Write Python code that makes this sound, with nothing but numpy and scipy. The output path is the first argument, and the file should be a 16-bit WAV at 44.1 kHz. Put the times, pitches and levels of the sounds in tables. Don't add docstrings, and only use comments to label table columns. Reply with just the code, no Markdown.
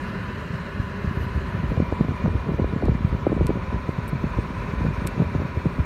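import sys
import numpy as np
from scipy import signal
from scipy.fft import rfft, irfft
from scipy.io import wavfile
from scipy.ndimage import map_coordinates

SR = 44100
rng = np.random.default_rng(int(sys.argv[2]) if len(sys.argv) > 2 else 0)


def put_to_file(sound):
    columns = np.atleast_2d(sound).T
    safe = np.clip(columns, -1, 1)
    whole_steps = np.round(safe * 32767)
    wavfile.write(sys.argv[1], SR, whole_steps.astype(np.int16))


N = 257984

# (frequency [Hz], density relative to AIR_DB [dB])
AIR_SPECTRUM = [(25, -4), (55, 17), (90, 9.5), (130, 6.5), (190, 8), (260, 1), (310, -5.5), (400, -7),
                (780, -11), (1100, -5.5), (2000, -12), (2600, -16.5), (3200, -23.5), (4200, -25)]
AIR_DB = -63.5
# (frequency [Hz], density relative to HISS_DB [dB])
HISS_SPECTRUM = [(3800, 0.5), (4300, -8.5), (5000, -1), (7600, -9), (10400, -15.5), (12000, -11),
                 (15500, -19.5)]
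HISS_DB = -96
# (frequency [Hz], width [Hz], lift [dB])
DUCT_RESONANCES = [(396.5, 22.6, 9), (566, 64, 5.5), (989.6, 51, 8.5), (1477, 24, 5.5), (1692, 24, 4),
                   (2364, 71, 5.5), (6640, 640, 2.5), (8600, 220, 5.5), (9520, 370, 4)]
# (frequency [Hz], width [Hz], lift or dip [dB])
DASHBOARD_REFLECTIONS = [(55, 12, -10), (190, 11, 3), (870, 110, -3.5), (1745, 170, 4), (2340, 57, -8),
                         (2840, 180, 3.5), (3540, 120, -5.5), (4100, 120, 4)]
# (frequency [Hz], width [Hz], lift or dip [dB])
WHEEL_REFLECTIONS = [(500, 840, 2), (1593, 85, -6), (2640, 26, -11), (5000, 83, -10.5), (7881, 710, -2.5),
                     (12000, 2000, -1.5)]
# (frequency [Hz], width [Hz], lift or dip [dB])
SEAT_REFLECTIONS = [(1650, 54, -2), (2584, 77, 3), (3100, 270, -3), (3940, 200, 0.5), (4950, 99, -6.5),
                    (5950, 800, 1), (7800, 400, -3.5), (8300, 150, 3.5), (11500, 1300, -1)]
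# (time [s], place [0 dashboard, 1 wheel, 2 and above seat], fan level before its swell [dB])
PHONE_PATH = [(0, 0.041, 0.5), (.8, 0.038, 0.4), (1.4, 0.15, 0), (1.9, 0.88, -0.24), (2.6, 0.73, -2),
              (3.4, 0.91, -2), (3.85, 1.76, -0.2), (4.6, 3, 0), (5.85, 3.6, 0)]
# (time [s], level [dB])
DRAUGHT_STRENGTH = [(0, -53), (0.9, -41), (1.1, -31.5), (1.6, -22), (2.3, -35), (2.7, -25), (3.2, -23.5),
                    (3.55, -20), (3.7, -35), (4.3, -24), (4.6, -32), (5.45, -22), (5.85, -51)]
# (time [s], level [dB], pitch [Hz], decay [s], steep front relative to the level [dB])
GUST_HITS = [(0.507, -15.5, 121, 0.0061, -27), (0.543, -18, 167, 0.0088, -18),
             (0.801, -8, 99.7, 0.0039, -26), (1.047, -17.5, 190, 0.0062, -10),
             (1.078, -13, 80.5, 0.0077, -29), (1.113, -13.5, 183, 0.0036, -34),
             (1.174, -12.5, 139.5, 0.004, -16), (1.209, -14, 82.6, 0.01, -12),
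             (1.233, -17, 119.3, 0.0055, -15), (1.363, -14.5, 82.4, 0.012, -14),
             (1.378, -14, 78, 0.0057, -13), (1.553, -14, 119, 0.01, -18), (1.641, -15, 109, 0.0056, -8),
             (1.721, -14.5, 182.3, 0.0089, -6), (1.774, -18, 576, 0.0025, -10),
             (1.779, -7.5, 120, 0.0054, -18), (1.803, -4, 216, 0.0022, -16), (1.826, -12, 204, 0.0081, -23),
             (1.926, -13.5, 338, 0.0029, -3), (1.931, -14, 85, 0.0067, -20),
             (2.011, -5, 200, 0.0055, -10.5), (2.05, -17, 199, 0.0077, -5), (2.086, -18.5, 298, 0.0025, -7),
             (2.093, -8, 104, 0.0047, -23), (2.11, -17, 130, 0.0057, -13), (2.12, -18, 260, 0.0032, -11),
             (2.148, -18.5, 157, 0.0067, -23), (2.244, -12, 129, 0.0045, -23),
             (2.255, -12, 194, 0.019, -18), (2.261, -17, 616, 0.0038, -2), (2.281, -14, 80.6, 0.0053, -4),
             (2.308, -16.5, 84, 0.022, -23), (2.355, -7.5, 87, 0.0081, -12.5),
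             (2.472, -19, 142, 0.0072, -18), (2.494, -15, 174, 0.013, -3.5), (2.52, -16, 213, 0.0087, -5),
             (2.546, -8.5, 80.7, 0.003, -22), (2.592, -17.5, 484, 0.0039, -10),
             (2.599, -9, 217, 0.0051, -6.5), (2.622, -13, 97.4, 0.0093, -7.5),
             (2.645, -11, 420, 0.002, -20), (2.728, -19, 260, 0.0016, -18),
             (2.737, -11.5, 160.7, 0.0041, -10), (2.764, -12, 208.7, 0.004, -13),
             (2.826, -18.5, 564, 0.0047, -8), (2.837, -14, 274, 0.007, -5), (2.846, -13, 77.6, 0.007, -22),
             (2.86, -17.5, 268, 0.007, -5), (2.885, -14, 405, 0.0046, -6), (2.896, -6.5, 146, 0.0074, -18),
             (2.921, -14, 105.3, 0.0052, -8.5), (2.953, -14, 200.6, 0.0067, -13),
             (3.01, -14.5, 181, 0.0048, -21), (3.05, -4.5, 122, 0.0046, -45),
             (3.077, -15, 98.3, 0.0073, -25), (3.129, -11, 96.5, 0.0053, -10),
             (3.15, -13.5, 163, 0.0062, -9), (3.233, -16.5, 110, 0.0062, -16),
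             (3.2686, -5, 490, 0.0025, -17), (3.273, -5.5, 270, 0.0014, -23),
             (3.298, -16, 300, 0.0034, -11), (3.306, -16, 129, 0.0092, -18),
             (3.321, -9.5, 270, 0.0023, -11), (3.329, -11, 373, 0.004, -14), (3.368, -10, 200, 0.0035, -24),
             (3.378, -22, 563, 0.0043, -14), (3.386, -18, 180, 0.0028, -16),
             (3.411, -10, 328, 0.0028, -10.5), (3.418, -7, 140, 0.0047, -11),
             (3.43, -10.5, 72, 0.0089, -24), (3.45, -11.5, 140, 0.0056, -12), (3.46, -11, 75, 0.0051, -22),
             (3.495, -8, 167, 0.0022, -8.5), (3.506, -11.5, 344, 0.0053, -6.5),
             (3.558, -17.5, 223, 0.005, -11), (3.574, -16.5, 148, 0.0069, -5.5),
             (3.729, -19, 237, 0.0053, -10), (3.746, -13, 131, 0.0062, -12), (3.765, -18.5, 85, 0.006, -10),
             (3.893, -7, 165, 0.0029, -10), (3.989, -13.5, 145, 0.0082, -15),
             (4.133, -12.5, 161, 0.0061, -13.5), (4.151, -21, 142, 0.015, -16),
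             (4.156, -18, 180, 0.0063, -21), (4.243, -10.5, 213, 0.0055, -11.5),
             (4.268, -15.5, 143, 0.006, -25), (4.389, -7.5, 92.5, 0.005, -10),
             (4.506, -20, 220, 0.005, -13), (4.69, -23, 148, 0.013, -8), (4.739, -15, 172, 0.0045, -15),
             (4.809, -18.5, 330, 0.0041, -12), (4.821, -18, 114, 0.0084, -14),
             (4.832, -20, 161, 0.007, -20), (4.852, -14, 169, 0.01, -5), (4.867, -11, 176, 0.0037, -20),
             (4.888, -15.5, 167, 0.014, -10), (4.909, -11.5, 134.2, 0.0025, -25),
             (5.022, -17, 176.4, 0.0041, -17), (5.055, -12.5, 163, 0.0048, -7),
             (5.18, -20, 198, 0.0076, -9.5), (5.204, -8.5, 170, 0.011, -9), (5.222, -12, 190, 0.0089, -6.5),
             (5.352, -13, 274, 0.0041, -7.5), (5.363, -13.5, 121, 0.0061, -16),
             (5.402, -15.5, 147.5, 0.005, -7), (5.421, -13.5, 140, 0.0052, -6),
             (5.454, -14, 166, 0.0066, -29), (5.575, -13, 103.8, 0.0072, -8),
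             (5.659, -9.5, 235, 0.0043, -9), (5.668, -9, 145, 0.0067, -15.5), (5.785, -18, 250, 0.0033, -9),
             (5.793, -10.5, 157, 0.0067, -27), (5.802, -10.5, 79.4, 0.012, -18)]
# (time [s], half length [s], density at the centre [dB per Hz], centre [Hz], half width [Hz])
FINGER_SCRAPES = [(1.05, 0.027, -109, 12500, 1500), (1.173, 0.04, -101, 11400, 450),
                  (1.195, .02, -102, 14500, 800), (1.226, 0.019, -94, 12100, 800),
                  (1.45, 0.28, -106, 11200, 250), (1.71, .025, -108, 13000, 2200)]
# (time [s], peak [dB], lower edge [Hz], upper edge [Hz],
# lesser slips at their loudest relative to the peak [dB], spread of the slips to either side [s])
GRIP_TICKS = [(2.855, -37, 2900, 4300, -13, .011), (3.469, -22.5, 3000, 7900, -23, .004),
              (4.081, -35, 8300, 15200, -15, .002), (4.0835, -47, 8000, 15200, -12, .002),
              (4.0877, -38, 7800, 15200, -19, .003), (4.0907, -45, 8000, 15400, -9, .002),
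              (4.0947, -43, 8400, 15200, -9, .007), (5.073, -17.5, 1300, 11500, -14.5, .004)]
# (frequency [Hz], width [Hz], lift or dip [dB])
SHELL_RESONANCES = [(2300, 330, 13), (5450, 180, 2), (4020, 450, 5.5), (8900, 1100, 7), (10700, 180, -9),
                    (11400, 400, 6.5), (13400, 900, 5)]

TOP_HZ = 15750
LEAD_S = .04
TICK_TAIL_S = .01
T = np.arange(N) / SR
WHIRL_T = np.arange(SR // 8) / SR - LEAD_S
FREQS = np.maximum(np.arange(N // 2 + 1) * SR / N, 1)


def undb(db):
    return 10 ** (np.asarray(db) / 20)


def curve(rows):
    s, *columns = np.transpose(rows)
    return [np.interp(T, s, column) for column in columns]


def slope(points):
    hz, db = np.transpose(points)
    return np.interp(np.log(FREQS), np.log(hz), db)


def bumps(rows):
    return sum(db * np.exp(-.5 * ((FREQS - hz) / width) ** 2) for hz, width, db in rows)


def colour(x, db):
    return irfft(rfft(x) * undb(db), N)


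def noise(db):
    return colour(rng.standard_normal(N) * np.sqrt(SR / 2), db)


def butter(x, hz, kind, order=2):
    sections = signal.butter(order, hz, kind, fs=SR, output="sos")
    return signal.sosfilt(sections, x)


def walk(rate):
    drift = irfft(rfft(rng.standard_normal(N)) * np.exp(-(FREQS / rate) ** 2), N)
    return drift / drift.std()


def add(out, sound, s):
    start = int(s * SR)
    first, end = max(start, 0), min(start + len(sound), N)
    if end > first:
        out[first:end] += sound[first - start:end - start]


def flutter(x, shared_db=0.66, own_db=2.0, rate_hz=20, count=16):
    band = np.minimum(FREQS / TOP_HZ, 1) * (count - 1)
    spectrum = rfft(x)
    fluttered = np.zeros(N)
    for k in range(count):
        share = np.maximum(1 - np.abs(band - k), 0)
        fluttered += irfft(spectrum * share, N) * undb(own_db * walk(rate_hz))
    return fluttered * undb(shared_db * walk(rate_hz))


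def trim_echoes(x, echo_db=-15, from_hz=2500, first_s=0.001495, last_s=.009,
                sway_s=.00007, sway_hz=1.5, count=6):
    treble = butter(x, from_hz, "high", order=2)
    lags = first_s + (last_s - first_s) * (np.arange(count) + rng.random(count)) / count
    echoes = np.zeros(N)
    for lag in lags:
        heard_at = (T - lag - sway_s * walk(sway_hz)) * SR
        echoes += map_coordinates(treble, [heard_at], order=3, mode="mirror")
    return x + undb(echo_db) * echoes


def fan(swell_db=0.36, flicker_db=0.55, duct_cut_hz=4400, waver_db=1.65, waver_hz=9):
    place, level_db = curve(PHONE_PATH)
    rush = noise(slope(AIR_SPECTRUM) + AIR_DB) * undb(flicker_db * walk(32))
    hiss = flutter(noise(slope(HISS_SPECTRUM) + HISS_DB))
    flow = butter(rush, duct_cut_hz, "low", order=8) + hiss
    air = flow.copy()
    for row in DUCT_RESONANCES:
        resonance = colour(flow, bumps([row])) - flow
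        air += resonance * undb(waver_db * walk(waver_hz))
    heard = np.zeros(N)
    for k, rows in enumerate((DASHBOARD_REFLECTIONS, WHEEL_REFLECTIONS, SEAT_REFLECTIONS)):
        nearness = np.maximum(1 - np.abs(np.clip(place, 0, 2) - k), 0)
        heard += nearness * colour(air, bumps(rows))
    return trim_echoes(heard) * undb(level_db + swell_db * walk(0.22))


def eddy(t, hz, phase, decay_s, rise=0.37, sag=2.17, wake_hz=62, core=0.16):
    age = t / decay_s
    pitch = wake_hz + (hz - wake_hz) * (1 - np.tanh(age / sag))
    size = np.exp(np.where(t < 0, -.5 * (age / rise) ** 2, core - np.hypot(age, core)))
    turns = np.cumsum(pitch) / SR
    turns_since_crossing = turns - np.interp(0, t, turns)
    return size * np.sin(2 * np.pi * (turns_since_crossing + phase))


def rumble(count=400, size_db=-5, scatter_db=4, flutter_db=4.0, flutter_hz=14,
           centre_hz=145, octaves=0.68, tilt_db=-6.5, cycles=0.87):
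    out = np.zeros(N)
    draught_db = curve(DRAUGHT_STRENGTH)[0] + flutter_db * np.clip(walk(flutter_hz), -2, 1)
    moments = rng.random((count, 2))
    chance = np.clip(rng.standard_normal((count, 2)), -2, 2)
    for k, ((when, phase), (size, pitch)) in enumerate(zip(moments, chance)):
        i = int((k + when) / count * N)
        octave = octaves * pitch
        hz = centre_hz * 2 ** octave
        whirl = eddy(WHIRL_T, hz, phase, cycles / hz)
        level_db = size_db + draught_db[i] + scatter_db * size + tilt_db * octave
        add(out, undb(level_db) * whirl, i / SR - LEAD_S)
    return out


def buffets(edge_mid_hz=480, mid_hz=200, edge_law=0.66, edge_cycles=0.97, edge_early_s=0.00052,
            tear_db=-14.0, tear_reach=2.2, tear_lo_hz=230, tear_hi_hz=520):
    front = WHIRL_T + edge_early_s
    thumps, tear_power = np.zeros(N), np.zeros(N)
    for (s, db, hz, decay_s, front_db), phase in zip(GUST_HITS, rng.random(len(GUST_HITS))):
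        edge_hz = edge_mid_hz * (hz / mid_hz) ** edge_law
        pop = eddy(front, edge_hz, phase, edge_cycles / edge_hz)
        thump = eddy(WHIRL_T, hz, phase, decay_s)
        add(thumps, undb(db) * (thump + undb(front_db) * pop), s - LEAD_S)
        tear_shape = np.exp(-(front / (tear_reach * decay_s)) ** 2)
        add(tear_power, undb(db + front_db + tear_db) ** 2 * tear_shape, s - LEAD_S)
    tear = butter(rng.standard_normal(N), [tear_lo_hz, tear_hi_hz], "band", order=2)
    return thumps + np.sqrt(tear_power) * tear / tear.std()


def brush(grain_db=3):
    hiss = np.zeros(N)
    for s, half_length_s, db, hz, width in FINGER_SCRAPES:
        band_db = db - 10 * np.log10(1 + ((FREQS - hz) / width) ** 4)
        stroke = np.exp(-.5 * ((T - s) / half_length_s) ** 2)
        hiss += noise(band_db) * stroke
    return hiss * undb(grain_db * walk(120))


def snap(low_hz, high_hz, ring_s, rattle_db=-17, tail_db=-22):
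    t = np.arange(SR // 30) / SR
    fade = np.exp(-t / ring_s) + undb(tail_db) * np.exp(-t / TICK_TAIL_S)
    pulse = t == 0
    slip = pulse + undb(rattle_db) * rng.standard_normal(len(t)) * fade
    thinned = butter(slip, low_hz, "high", order=3)
    sound = butter(thinned, min(high_hz, TOP_HZ), "low", order=2)
    return sound / np.abs(sound).max()


def ticks(count=7, main_ring_s=0.000098, slip_ring_s=0.0023, slip_low_hz=2300, early_s=0.0016, scatter_db=3):
    out = np.zeros(N)
    chances = rng.random((len(GRIP_TICKS), count, 2))
    for (s, db, low_hz, high_hz, slips_db, spread_s), slips in zip(GRIP_TICKS, chances):
        add(out, undb(db) * snap(low_hz, high_hz, main_ring_s), s)
        for k, (when, size) in enumerate(slips):
            gain = undb(db + slips_db - scatter_db * size)
            slip = gain * snap(max(low_hz, slip_low_hz), high_hz, slip_ring_s)
            offset_s = spread_s * (2 * (k + when) / count - 1)
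            add(out, slip, s - early_s + offset_s)
    return colour(out, bumps(SHELL_RESONANCES))


def scene(gust_db=-1):
    air = fan() + rumble() + undb(gust_db) * buffets()
    hand = brush() + ticks()
    return (air + hand)[None]


def record(dry, low_cut_hz=40):
    thin = colour(dry, -10 * np.log10(1 + (low_cut_hz / FREQS) ** 8))
    top_cut = signal.ellip(10, .2, 80, TOP_HZ, fs=SR, output="sos")
    return signal.sosfilt(top_cut, thin)


dry = scene()
out = record(dry)
put_to_file(out)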